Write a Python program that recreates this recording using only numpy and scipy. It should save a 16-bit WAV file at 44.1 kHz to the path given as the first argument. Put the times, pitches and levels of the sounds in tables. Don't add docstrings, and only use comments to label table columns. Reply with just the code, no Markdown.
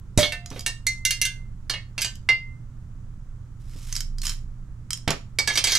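import sys
import numpy as np
from scipy import signal
from scipy.fft import rfft, irfft
from scipy.io import wavfile
from scipy.ndimage import uniform_filter1d

SR = 44100
rng = np.random.default_rng(int(sys.argv[2]) if len(sys.argv) > 2 else 0)


def int16_out(signal):
    q = np.round(np.clip(np.atleast_2d(signal).T, -1, 1) * 32767)
    wavfile.write(sys.argv[1], SR, q.astype(np.int16))


N = 254898
TIME = np.arange(N) / SR
AGE = TIME[:SR // 2]


def amp(db):
    return 10 ** (np.asarray(db) / 20)


def level(x, db):
    return x * amp(db) / np.std(x)


def attack(x, db):
    return x * amp(db) / np.std(x[:SR // 40])


def fade(t60):
    return np.exp(-np.log(1000) * AGE / max(t60, 1e-3))


def band(x, lo_hz, hi_hz, order=3):
    sos = signal.butter(order, [lo_hz, min(hi_hz, SR / 2 - 1)], "band", fs=SR, output="sos")
    return signal.sosfilt(sos, x + 1e-18)


def noise(t60):
    return rng.standard_normal(len(AGE)) * fade(t60)


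def add(track, start_s, x):
    i = max(int(start_s * SR), 0)
    track[i:i + len(x)] += x[:max(N - i, 0)]


def through(x, response):
    return signal.fftconvolve(x, response / np.linalg.norm(response))[:N]


def ring(modes, t60_at_4khz, scatter_db, detune, damping=0.41):
    out = np.zeros(len(AGE))
    for mode_hz, mode_db in modes:
        level_chance, pitch_chance, sign_chance = rng.standard_normal(3)
        gain = np.sign(sign_chance) * amp(mode_db + scatter_db * level_chance)
        decay = fade(t60_at_4khz * (4000 / mode_hz) ** damping)
        out += gain * decay * np.sin(2 * np.pi * mode_hz * (1 + detune * pitch_chance) * AGE)
    return out


# pitch_hz, density_db (dB per Hz)
AIR_SPECTRUM = [(30, -3), (100, -6), (200, -18), (400, -37), (750, -42.5), (1300, -40), (2500, -54),
                (4500, -57.5), (7000, -53.5), (13000, -66.5)]


def workshop_air(air_db=-40.5):
    freq = np.fft.rfftfreq(N, 1 / SR) + 1e-3
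    hz, db = np.transpose(AIR_SPECTRUM)
    shape = amp(np.interp(np.log(freq), np.log(hz), db))
    mid, side = rfft(rng.standard_normal((2, N))) * shape
    side = side * np.clip(freq / 2500, .08, .8)
    return level(irfft(np.array([mid + side, mid - side]), N), air_db)


def mains_hum(hum_hz=119.5, hum_db=-45):
    waver = level(band(rng.standard_normal(N), 1.0, 1.5, order=1), 0)
    tone = np.sin(2 * np.pi * hum_hz * TIME + 0.1 * waver)
    return level(tone * amp(0.5 * waver), hum_db)


# time_s, level_db
HAND_RUMBLE = [(0, -39), (3.0, -44.5), (3.4, -37), (4.4, -34), (5.78, -36)]


def hand_rumble():
    rumble = level(band(rng.standard_normal(N), 26, 27, order=2), 0)
    return rumble * amp(np.interp(TIME, *np.transpose(HAND_RUMBLE)))


def workshop():
    return workshop_air() + mains_hum() + hand_rumble()


def room(x, early_db=-10, tail_db=-12, t60_low=0.25, t60_high=0.26):
    sparse = rng.random(len(AGE)) < .03
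    near = through(x, noise(0.11) * (AGE > .002) * sparse)
    tails = []
    for _ in range(2):
        low = band(noise(t60_low), 130, 5500, order=2)
        high = band(noise(t60_high), 5000, 9000, order=1)
        tails.append(through(x, (low + amp(-2.5) * high) * (AGE > .008)))
    return x + amp(early_db) * near + amp(tail_db) * np.array(tails)


# start_s, level_db, thud_db (re level)
BENCH_BUMPS = [(0.176, -29.5, 14), (0.186, -31, 8), (0.226, -31.5, -0.5), (0.513, -41, 1.5),
               (0.56, -39, -6), (3.757, -55.5, 9.5), (5.077, -25.5, 2.5), (5.104, -27.5, -8)]
SLAP_PER_DB, FIRM_BUMP_DB = 0.5, -28


def bumps(knock_db=-3, slap_db=-2):
    out = np.zeros(N)
    for start_s, level_db, thud_db in BENCH_BUMPS:
        boards = np.zeros(len(AGE))
        for hz, t60 in [(88, 0.054), (118, 0.061), (150, .07), (250, 0.043)]:
            boards += fade(t60) * np.sin(2 * np.pi * hz * AGE)
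        thud = attack(boards, thud_db)
        knock = attack(band(noise(.13), 170, 650, order=2), knock_db)
        firmness_db = SLAP_PER_DB * (level_db - FIRM_BUMP_DB)
        slap = attack(band(noise(.12), 900, 3500, order=2), slap_db + firmness_db)
        add(out, start_s, amp(level_db) * (thud + knock + slap))
    return out


# start_s, pitch_hz, level_db, t60_s
CLASP_TWANGS = [(.186, 595.8, -14, 0.24), (.226, 702, -44.5, 2)]


def clasp():
    out = np.zeros(N)
    for start_s, pitch_hz, level_db, t60_s in CLASP_TWANGS:
        add(out, start_s, amp(level_db) * fade(t60_s) * np.sin(2 * np.pi * pitch_hz * AGE))
    return out


SWELL_DB_PER_S, RELEASE_DB_PER_S = 66.5, 300


def pressure(strokes):
    gain = np.zeros(N)
    for start_s, end_s, level_db in strokes:
        swell_db = SWELL_DB_PER_S * np.maximum(end_s - TIME, 0)
        release_db = RELEASE_DB_PER_S * np.maximum(TIME - end_s, 0)
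        gain += (TIME > start_s) * amp(level_db - swell_db - release_db)
    return gain


def slips(strokes, per_s, spread_db):
    happens = rng.random(N) < per_s / SR
    strength = amp(spread_db * np.clip(rng.standard_normal(N), -2, 2))
    clicks = happens * strength * rng.choice([-1, 1], N)
    return level(clicks, 0) * pressure(strokes)


def rasp(strokes, response, hiss_db):
    clicks = slips(strokes, 1200, 4)
    envelope = np.sqrt(np.abs(uniform_filter1d(clicks ** 2, size=130)))
    hiss = envelope * rng.standard_normal(N)
    hiss = band(band(hiss, 1100, 11000, order=1), 900, 13500, order=5)
    return through(clicks, response) + amp(hiss_db) * hiss


# pitch_hz, level_db (relative)
GLASS_MODES = [(1660, -11.5), (2790, -10), (3232, -5), (3740, -3), (4185, -9.5), (4285, -5.5), (4812, -4.5),
               (5445, -1.5), (6040, -8.5), (6225, 1.5), (6570, -0.5), (7025, -1.5), (7510, -12.5),
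               (10350, -2), (10500, -1), (13660, -15)]
STEEL_MODES = [(1725, -7), (2260, 0), (3450, -6), (4490, -5.5), (4900, -3), (5860, 8), (7750, 0.5),
               (8450, -5), (8750, -11), (9290, -5.5), (9640, -1)]
GLASS_T60_S, STEEL_T60_S = 0.12, 0.063


def jar_response():
    return ring(GLASS_MODES, GLASS_T60_S, 0, 0) + amp(-4.0) * ring(STEEL_MODES, STEEL_T60_S, 0, 0)


# start_s, end_s, level_db (at the end, relative)
LID_STROKES = [(.185, .205, -20.5), (.5, .6, -46)]


def lid_scrape(lid_db=-3):
    return amp(lid_db) * rasp(LID_STROKES, band(jar_response(), 2100, 4600, order=2), 1)


# start_s, end_s, level_db (at the end, relative)
RUMMAGE_STROKES = [(5.52, 5.55, -32), (5.645, 5.78, -19)]


def rummage(rummage_db=-3):
    return amp(rummage_db) * rasp(RUMMAGE_STROKES, band(jar_response(), 1650, 5700, order=2), -5.5)


# pitch_hz, level_db (relative)
JAW_MODES = [(3170, -2), (3970, -4.5), (5040, 4.5), (5350, -8.5), (5520, 4), (6260, 1.5), (6920, 4.5),
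             (7900, 5), (8270, -7.5), (9300, -4), (10760, -11)]
JAWS_T60_S = .035
# start_s, end_s, level_db (at the end, relative)
BOLT_STROKES = [(3.6, 3.98, -40.5), (4.23, 4.29, -33)]


def bolt_scrape(bolt_db=-7):
    return amp(bolt_db) * rasp(BOLT_STROKES, ring(JAW_MODES, JAWS_T60_S / 2, 0, 0), 8.9)


# start_s, level_db, pitch_hz (strongest partial)
STEEL_TICKS = [(0.4602, -42.5, 6500), (0.503, -47, 5920), (0.5936, -40, 4830), (0.608, -43.5, 3300),
               (2.01, -36, 6500), (2.155, -51.5, 3000), (3.926, -33.5, 6200), (3.954, -35, 5440),
               (3.9639, -32, 4700), (4.006, -34, 5500), (4.184, -45, 4980), (4.2174, -38.5, 4300),
               (4.2547, -35, 5100), (4.2677, -29.5, 6830), (4.2951, -33.5, 3170), (4.906, -31, 8400),
               (4.9316, -29, 8600), (4.9742, -45, 5180), (5.079, -33.5, 3220), (5.1055, -27.5, 7000)]


def ticks(low_db=-6.0, high_db=-2, crack_db=13, favoured_db=9):
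    out = np.zeros(N)
    for start_s, level_db, pitch_hz in STEEL_TICKS:
        jaws = ring(JAW_MODES + [(pitch_hz, favoured_db)], JAWS_T60_S, 2, .012)
        blow = jaws + amp(crack_db) * noise(.012) + amp(-3) * noise(.05)
        low = attack(band(blow, 1220, 5240), low_db)
        high = attack(band(blow, 5100, 12500, order=4), high_db)
        add(out, start_s, amp(level_db) * (low + high))
    return out


REBOUND_S, REBOUND_DB = .004, -5


def chatter(x, count=2):
    delays = np.cumsum(REBOUND_S * rng.uniform(.4, 1.6, count))
    out = x
    for k, delay_s in enumerate(delays):
        out = out + amp(REBOUND_DB * (k + 1.5)) * np.pad(x, (int(delay_s * SR), 0))[:len(x)]
    return out


RIM_HZ, RIM_SPLIT_HZ, RIM_T60_S = 2074, 5, .3
RIM_LOAD = .003


def rim_note(twin_db=-8):
    hz = RIM_HZ * (1 + RIM_LOAD * rng.uniform(-1, 1))
    twin = np.sin(2 * np.pi * (hz - RIM_SPLIT_HZ) * AGE)
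    oval = np.sin(2 * np.pi * hz * AGE) + amp(twin_db) * twin
    swell = 1 - .7 * fade(.25)
    return oval * swell * fade(RIM_T60_S)


JAR_STRIKERS = {"lid": (-18, -8.5, 7900), "tongs": (-31, -7, 5950), "bolt": (-14, -14, 4850)}
# start_s, striker, level_db, bright_db, rim_db (re level, before a common trim),
# spot_hz (partial favoured by the contact spot)
JAR_BLOWS = [(0.1754, "lid", -29.5, 6.5, -7.5, 3830), (0.2294, "lid", -20, -17, -28, 3355),
             (0.3216, "lid", -29.5, -8.5, -9.5, 2717), (0.6623, "lid", -25.5, 0, -30, 2810),
             (0.8674, "tongs", -29.5, 6.5, 7, 4282), (1.051, "tongs", -23.5, 3, -1.5, 2795),
             (1.1074, "tongs", -24, 0.5, -19, 2800), (1.215, "tongs", -25, 3, -3, 2764),
             (1.252, "tongs", -26, -0.5, -8.5, 2800), (1.6966, "bolt", -26, -3, -24, 4307),
             (1.7372, "bolt", -30.5, -17, -29, 2850), (1.9795, "bolt", -29, -3.5, -12, 2740),
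             (2.0177, "tongs", -28.5, 3, -18, 4860), (2.046, "bolt", -31.5, 4, -34, 2850),
             (2.289, "bolt", -21.5, -10.5, 8, 2800), (5.3866, "bolt", -21, -2, -28, 2260),
             (5.4749, "bolt", -22, -2, -18, 1696), (5.5, "bolt", -26, -16, -14, 2215),
             (5.555, "bolt", -29, 1, -19, 2220), (5.5741, "bolt", -21, -0.5, -34, 3230),
             (5.6404, "bolt", -24, 4.5, -9.5, 3220), (5.6717, "bolt", -26, 1, -16, 3430),
             (5.7202, "bolt", -26.5, 4.5, -12, 5360), (5.7515, "bolt", -25.5, 5.5, -11, 4330)]
PURITY_PER_RIM_DB = 0.47


def clinks(rim_trim_db=-1.5, low_db=-1, high_db=-2, favoured_db=8, own_db=7, crack_db=9.5,
           wash_t60=0.1, top_t60=.25):
    out = np.zeros(N)
    for start_s, striker, level_db, bright_db, rim_db, spot_hz in JAR_BLOWS:
        body_db, top_db, own_hz = JAR_STRIKERS[striker]
        modes = ring(GLASS_MODES, GLASS_T60_S, 2.7, 0.0012) + ring(STEEL_MODES, STEEL_T60_S, 0.71, 0.005)
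        spot = ring([(spot_hz, favoured_db)], .11, 0, 0)
        own = ring([(own_hz, own_db + min(bright_db, 0))], .11, 0, .015)
        weak = ring([(hz, -7) for hz in rng.uniform(1500, 14000, size=40)], 0.16, 2, 0)
        clatter = weak + amp(crack_db) * noise(0.012) + noise(wash_t60)
        purity_db = PURITY_PER_RIM_DB * max(rim_db + 13, 0)
        blow = modes + spot + own + amp(-purity_db) * chatter(clatter)
        body = attack(band(noise(0.15), 260, 1600, order=2), body_db)
        low = attack(band(blow, 1450, 4600), low_db)
        high = attack(band(blow, 4500, 8500, order=4), high_db + bright_db)
        top = attack(band(blow, 8500, 13600, order=4) * fade(top_t60), top_db + bright_db)
        add(out, start_s, amp(level_db) * (body + low + high + top))
        add(out, start_s, attack(rim_note(), level_db + rim_db + rim_trim_db))
    return out


def scene():
    scrapes = lid_scrape() + rummage() + bolt_scrape()
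    handling = clinks() + ticks() + scrapes + bumps() + clasp()
    return room(handling) + workshop()


# pitch_hz, left_minus_right_db
PORT_BALANCE = [(100, -4), (6000, -5.2), (9000, -3), (12000, 2)]
PORT_LAG_SAMPLES, TOP_HZ = .8, 15600


def record(dry):
    freq = np.fft.rfftfreq(N, 1 / SR)
    tilt_db = np.interp(freq, *np.transpose(PORT_BALANCE))
    lag = np.exp(-2j * np.pi * freq * PORT_LAG_SAMPLES / SR)
    ports = np.array([amp(tilt_db / 2) * lag, amp(-tilt_db / 2)])
    heard = np.clip(irfft(rfft(dry) * ports, N), -1, 1)
    return signal.sosfilt(signal.ellip(8, .2, 70, TOP_HZ, fs=SR, output="sos"), heard)


dry = scene()
out = record(dry)
int16_out(out)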